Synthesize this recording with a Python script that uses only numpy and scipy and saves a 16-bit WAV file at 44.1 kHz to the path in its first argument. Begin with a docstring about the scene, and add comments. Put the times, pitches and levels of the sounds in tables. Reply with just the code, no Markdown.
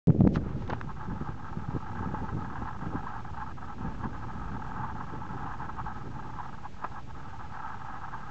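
"""Sulphur vents hiss and sputter on a bare slope, heard from a handheld camera out in the wind.
The gas jet flutters through the resonances of its rock throat, puffing and choking over the
fine hiss of the vent field. Right at the microphone, eddies rumble and thump on the diaphragm.
The microphone opens into a gust that overloads it; a hand rubs and ticks on the case."""
import sys
import numpy as np
from scipy import signal
from scipy.fft import rfft, irfft
from scipy.io import wavfile

SR = 44100
rng = np.random.default_rng(int(sys.argv[2]) if len(sys.argv) > 2 else 0)


def file_out(sig):
    """Save sig as 16-bit WAV at sys.argv[1]."""
    # one column per channel
    cols = np.atleast_2d(sig).T
    # limit, then scale
    lim = np.clip(cols, -1, 1)
    pcm = np.round(lim * 32767).astype(np.int16)
    wavfile.write(sys.argv[1], SR, pcm)


N = 366030
T = np.arange(N) / SR
HZ = np.linspace(0, SR / 2, 4097)

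# hiss of the whole vent field: (time [s], level [dB])
HISS_LEVEL = [(0.1, -63), (0.8, -59), (2.2, -57.5), (8.3, -57)]
# its spectrum: (frequency [Hz], relative gain [dB])
HISS_COLOUR = [(300, 11), (700, 12), (1300, 6.5), (2100, 5), (2700, 3.5), (3600, -0.5), (5000, -4),
               (6500, -5.5), (7400, -9), (8000, -14), (8600, -29.5)]
# breeze at the microphone: (time [s], relative level [dB])
BREEZE = [(0.5, -33.5), (0.95, -43), (1.9, -44.5), (2.2, -39.5), (3.2, -47), (3.7, -46.5), (4.0, -41.5),
          (5.2, -41.5), (6.3, -45.5), (6.7, -52), (8.3, -51.5)]
# short gusts above the breeze: (time [s], length [s], relative level [dB])
GUSTS = [(0.66, 0.13, -37), (0.863, 0.056, -37.5), (1.122, 0.082, -33), (1.226, 0.03, -37),
         (1.307, 0.037, -32), (1.568, 0.031, -42), (1.75, 0.043, -29), (2.063, 0.23, -35),
         (2.355, 0.049, -30), (2.626, 0.076, -35), (2.918, 0.17, -33.5), (3.869, 0.13, -32.5),
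         (4.067, 0.071, -34), (6.088, 0.1, -37.5), (7.172, 0.1, -44)]
# spectra of deep and fine eddies on the diaphragm: (frequency [Hz], relative gain [dB])
DEEP_EDDIES = [(10, -11), (25, -2.5), (55, 1), (120, 1.5), (200, -5), (300, -11.5), (450, -18.5),
               (700, -30), (1500, -50), (4000, -77.5)]
FINE_EDDIES = [(30, -19.5), (90, -3.5), (150, 3), (250, 0.5), (380, -8.5), (550, -15), (800, -30),
               (1500, -52), (4000, -68.5)]
# single eddies hit the microphone: (time [s], envelope peak [dB], frequency [Hz])
THUMPS = [(0.075, -16.5, 134), (0.083, -9.5, 205), (0.096, -8, 172), (0.104, -7, 145), (0.15, -23.5, 330),
          (0.163, -15.5, 201), (0.208, -6, 163), (0.219, -7.5, 160), (0.242, -10.5, 137),
          (0.251, -11.5, 280), (0.265, -12, 220), (0.274, -3.5, 230), (0.37, -14.5, 166),
          (0.622, -26.5, 109), (1.088, -23, 180), (1.214, -24.5, 206), (1.574, -21, 168),
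          (1.69, -23.5, 133), (1.752, -20.5, 180), (1.764, -23.5, 241), (2.01, -24.5, 205),
          (2.141, -23, 274), (2.869, -27, 133)]
# the case ticks and creaks: (time [s], level [dB], decay [s], tilt [dB/octave])
TICKS = [(0.103, -26, 0.00034, 0), (0.206, -38, 0.00022, 4), (0.275, -20.5, 0.00022, 3.5),
         (0.3587, -13, 0.0001, 3.5), (0.3632, -22, 0.00016, -2), (0.621, -36, 0.0027, -4),
         (0.677, -43, 0.0031, 5), (0.699, -38, 0.0015, 9.5), (0.702, -28, 0.0021, 0.5),
         (0.708, -31, 0.0011, -3), (0.728, -27, 0.0012, -11), (0.7325, -22.5, 0.0026, -5),
         (0.8125, -25.5, 0.0016, 2), (6.842, -29, 0.0069, -6.5)]
# fingers slide on the case: (time [s], length [s], level [dB], tilt [dB/octave])
RUBS = [(0.349, 0.037, -56, 15.5), (0.357, 0.018, -42, 6.5), (0.375, 0.013, -38, -7),
        (0.488, 0.11, -50.5, -1.5), (0.623, 0.11, -62.5, 11.5), (0.701, 0.021, -34, -10.5),
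        (0.73, 0.03, -43.5, 2)]
# what the case passes to the microphone: (frequency [Hz], relative gain [dB])
CASE_COLOUR = [(30, -67), (200, -17), (500, -1), (850, 8), (1350, 9.5), (1700, 2.5), (2200, -1.5),
               (3200, -10.5), (4500, -19.5), (6500, -30), (8500, -58)]
# strength of the jet in the throat: (time [s], relative level [dB])
JET_LEVEL = [(0.42, -55.5), (0.82, -52), (1.05, -43), (1.7, -46.5), (1.98, -41.5), (3.1, -41.5),
             (3.3, -44.5), (4.4, -44.5), (4.8, -40.0), (5.22, -44.5), (5.45, -41.5), (5.85, -40.5),
             (6.08, -49.5), (6.38, -42.5), (6.7, -49), (7.25, -48), (7.58, -41), (8.3, -44.5)]
# resonances of the rock throat: (frequency [Hz], width [Hz], relative gain [dB])
THROAT_MODES = [(767, 91, -3.5), (863, 168, 3.5), (1038, 210, -4), (1173, 170, -4.5), (1290, 153, 0.5),
                (1497, 190, -8.5), (1625, 182, -6), (1810, 160, -17.5), (1950, 140, -18), (2550, 1900, -31)]
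# the jet spits hard: (time [s], length [s], relative level [dB])
PUFFS = [(0.903, 0.03, -40), (1.451, 0.012, -37), (2.149, 0.014, -32), (2.291, 0.012, -32),
         (2.562, 0.015, -33), (2.682, 0.024, -33), (2.961, 0.013, -33), (3.069, 0.014, -32),
         (3.377, 0.018, -35), (3.419, 0.03, -35.5), (3.58, 0.012, -37), (4.042, 0.028, -33),
         (4.842, 0.025, -33), (4.893, 0.014, -35), (5.005, 0.013, -34), (5.469, 0.018, -33),
         (5.693, 0.014, -32), (5.794, 0.029, -35), (6.395, 0.035, -35), (6.652, 0.028, -38),
         (6.824, 0.012, -37), (6.846, 0.018, -29.5), (6.975, 0.04, -39), (8.14, 0.025, -35)]
# the jet chokes: (time [s], length [s], depth [dB])
CHOKES = [(0.935, 0.018, -15), (1.356, 0.013, -21), (2.332, 0.11, -8), (2.776, 0.025, -2.5),
          (3.317, 0.023, -18), (3.554, 0.038, -40), (5.737, 0.04, -9.5), (6.69, 0.081, -21),
          (7.042, 0.062, -22), (7.124, 0.015, -28), (7.488, 0.041, -13)]
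# the hollow note of a hard puff: (frequency [Hz], width [Hz], relative gain [dB])
PUFF_MODE = [(1027, 230, 0)]


def undb(db):
    """Decibels to gain."""
    return 10 ** (np.asarray(db) / 20)


def unit(x):
    """Scale to rms 1."""
    return x / np.sqrt(np.mean(x ** 2))


def curve(rows):
    """Rows of (time, value) joined by straight lines."""
    return np.interp(T, *np.transpose(rows))


def swell(s, length):
    """A bell curve centred on time s, `length` wide at half height."""
    bell = np.zeros(N)
    near = slice(max(int((s - 2 * length) * SR), 0), int((s + 2 * length) * SR))
    bell[near] = .5 ** ((2 * (T[near] - s) / length) ** 2)
    return bell


def wander(hz, size=16384):
    """Smooth random drift with spread 1 that changes about `hz` times a second."""
    bins_hz = np.arange(size // 2 + 1) * SR / N
    slow = irfft(rfft(rng.standard_normal(size)) / (1 + (bins_hz / hz) ** 2))
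    return np.interp(T, np.linspace(0, T[-1], size), unit(slow))


def through(x, gain):
    """Minimum-phase filter shaped by `gain` at the frequencies HZ; white noise keeps its power."""
    cepstrum = irfft(np.log(gain))
    half = len(cepstrum) // 2
    cepstrum[1:half] *= 2
    cepstrum[half + 1:] = 0
    response = irfft(np.exp(rfft(cepstrum)))[:half]
    return signal.oaconvolve(x, response / np.linalg.norm(response))[:len(x)]


def colour(x, points, tilt_db=0):
    """Filter through (frequency [Hz], gain [dB]) points, tilted by `tilt_db` per octave."""
    hz, db = np.transpose(points)
    gain_db = np.interp(np.log2(HZ + 1), np.log2(hz), db + tilt_db * np.log2(hz))
    return through(x, undb(gain_db))


def resonate(x, modes):
    """Broad resonances with steep skirts."""
    power = sum(undb(db) ** 2 / (1 + 2 * ((HZ - hz) / width) ** 2) ** 4 for hz, width, db in modes)
    return through(x, np.sqrt(power))


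def add(out, s, sound):
    """Mix a sound in at time s."""
    start = int(s * SR)
    out[start:start + len(sound)] += sound[:N - start]


def field_hiss(flicker_db=0.54):
    """Gas from many small cracks across the slope blends into a smooth hiss."""
    hiss = colour(rng.standard_normal(N), HISS_COLOUR)
    return hiss * undb(curve(HISS_LEVEL) + flicker_db * wander(hz=18))


def wind_strength(breeze_trim_db=1, wander_db=1.5, blast_db=-23.5, hold_s=0.29, fall_db_per_s=64):
    """The strongest of breeze, gusts and an opening blast that holds and dies away, in dB."""
    breeze = undb(curve(BREEZE) + breeze_trim_db + wander_db * wander(hz=9))
    blast = undb(blast_db - fall_db_per_s * np.maximum(T - hold_s, 0))
    gusts = sum(undb(db) * swell(s, length) for s, length, db in GUSTS)
    return 20 * np.log10(np.max([breeze, blast, gusts], axis=0))


def wind_rumble(usual_db=-38, deep_db=-1.5, fine_db=-4.5, buffet_db=4.5):
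    """Eddies press on the diaphragm; in a gust the fine ones grow faster than the deep ones."""
    gust_db = wind_strength() - usual_db
    deep_rise_db = 0.53 * gust_db
    fine_rise_db = np.minimum(1.53 * gust_db, gust_db + 1)  # at most 1 dB ahead of the gust
    deep = colour(rng.standard_normal(N), DEEP_EDDIES) * undb(deep_db + deep_rise_db)
    buffets = unit(undb(buffet_db * wander(hz=45)))
    fine = colour(buffets * rng.standard_normal(N), FINE_EDDIES) * undb(fine_db + fine_rise_db)
    return undb(usual_db) * (deep + fine)


def wind_thumps(decay_cycles=0.33, steepness=0.5, size=4096):
    """Each large eddy swings the pressure at the microphone for a cycle or two, one flank steep."""
    out = np.zeros(N)
    t = (np.arange(size) - size // 2) / SR
    for s, db, hz in THUMPS:
        phase = 2 * np.pi * (hz * t + rng.random())
        swing = np.sin(phase + steepness * np.sin(phase))
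        add(out, s + t[0], undb(db) * swing / np.cosh(hz * t / decay_cycles))
    return out


def handling_noise(size=8192):
    """Small rough contacts and sliding fingers reach the microphone through the case."""
    out = np.zeros(N)
    for s, db, decay, tilt_db in TICKS:
        push = np.exp(-T[:size] / decay)
        tick = colour(push * rng.standard_normal(size), CASE_COLOUR, tilt_db)
        add(out, s, undb(db) * unit(tick) * np.sqrt(np.mean(push ** 2)))
    for s, length, db, tilt_db in RUBS:
        slips = unit(rng.laplace(size=N))
        out += undb(db) * colour(swell(s, length) * slips, CASE_COLOUR, tilt_db)
    return out


def sputter(per_s=4, typical_s=0.008, surge_db=2, gap_db=-21, surge_share=0.4):
    """The gas surges or cuts out briefly at random moments; the change of level in dB."""
    change_db = np.zeros(N)
    for when, kind, size in rng.random((int(per_s * N / SR), 3)):
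        db = surge_db if kind < surge_share else gap_db
        change_db += db * swell(when * N / SR, typical_s * (.5 + size))
    return change_db


def puff_ring(trim_db=-7):
    """Each hard puff of gas rings the same hollow note."""
    puffs = sum(undb(db + trim_db) * swell(s, length) for s, length, db in PUFFS)
    return resonate(puffs * rng.standard_normal(N), PUFF_MODE)


def gas_jet(trim_db=-0.1, puff_trim_db=-3, flutter_db=4, spit_db=1.5, start_s=0.36, rise_s=0.08):
    """Turbulent gas flutters, chokes and puffs, and rings the rock throat."""
    flutter = wander(hz=42)
    flutter -= 0.93 * np.abs(flutter)  # the flow collapses more readily than it overshoots
    turbulence = unit(undb(spit_db * wander(hz=130))) * rng.standard_normal(N)
    unsteadiness = unit(undb(flutter_db * flutter + sputter()))
    choke_db = sum(db * swell(s, length) for s, length, db in CHOKES)
    # the jet holds back for a moment before each puff
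    hold_db = -6 * sum(swell(s - 0.014, length=0.014) for s, _, _ in PUFFS)
    flow = undb(curve(JET_LEVEL) + trim_db + choke_db + hold_db) * unsteadiness
    for s, length, db in PUFFS:  # a puff pulls the flow to its own level
        flow += swell(s, length) * (undb(db + puff_trim_db) - flow)
    fade_in = np.clip((T - start_s) / rise_s, 0, 1)
    return resonate(fade_in * flow * turbulence, THROAT_MODES)


def scene():
    """Wind and hand right at one microphone, and the vents out on the slope."""
    at_microphone = wind_rumble() + wind_thumps() + handling_noise()
    vents = field_hiss() + gas_jet() + puff_ring()
    return (at_microphone + vents)[None]


def record(dry, ceiling_db=-11, open_s=0.072, dc_offset=0.0123, top_hz=8700):
    """The microphone opens abruptly, overloads, sits slightly off zero and loses the high treble."""
    clipped = dry / (1 + (dry / undb(ceiling_db)) ** 6) ** (1 / 6)
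    opened = (clipped + dc_offset) * (T >= open_s)
    lowpass = signal.ellip(8, .2, 70, top_hz, fs=SR, output="sos")
    return signal.sosfilt(lowpass, opened)


dry = scene()
out = record(dry)
file_out(out)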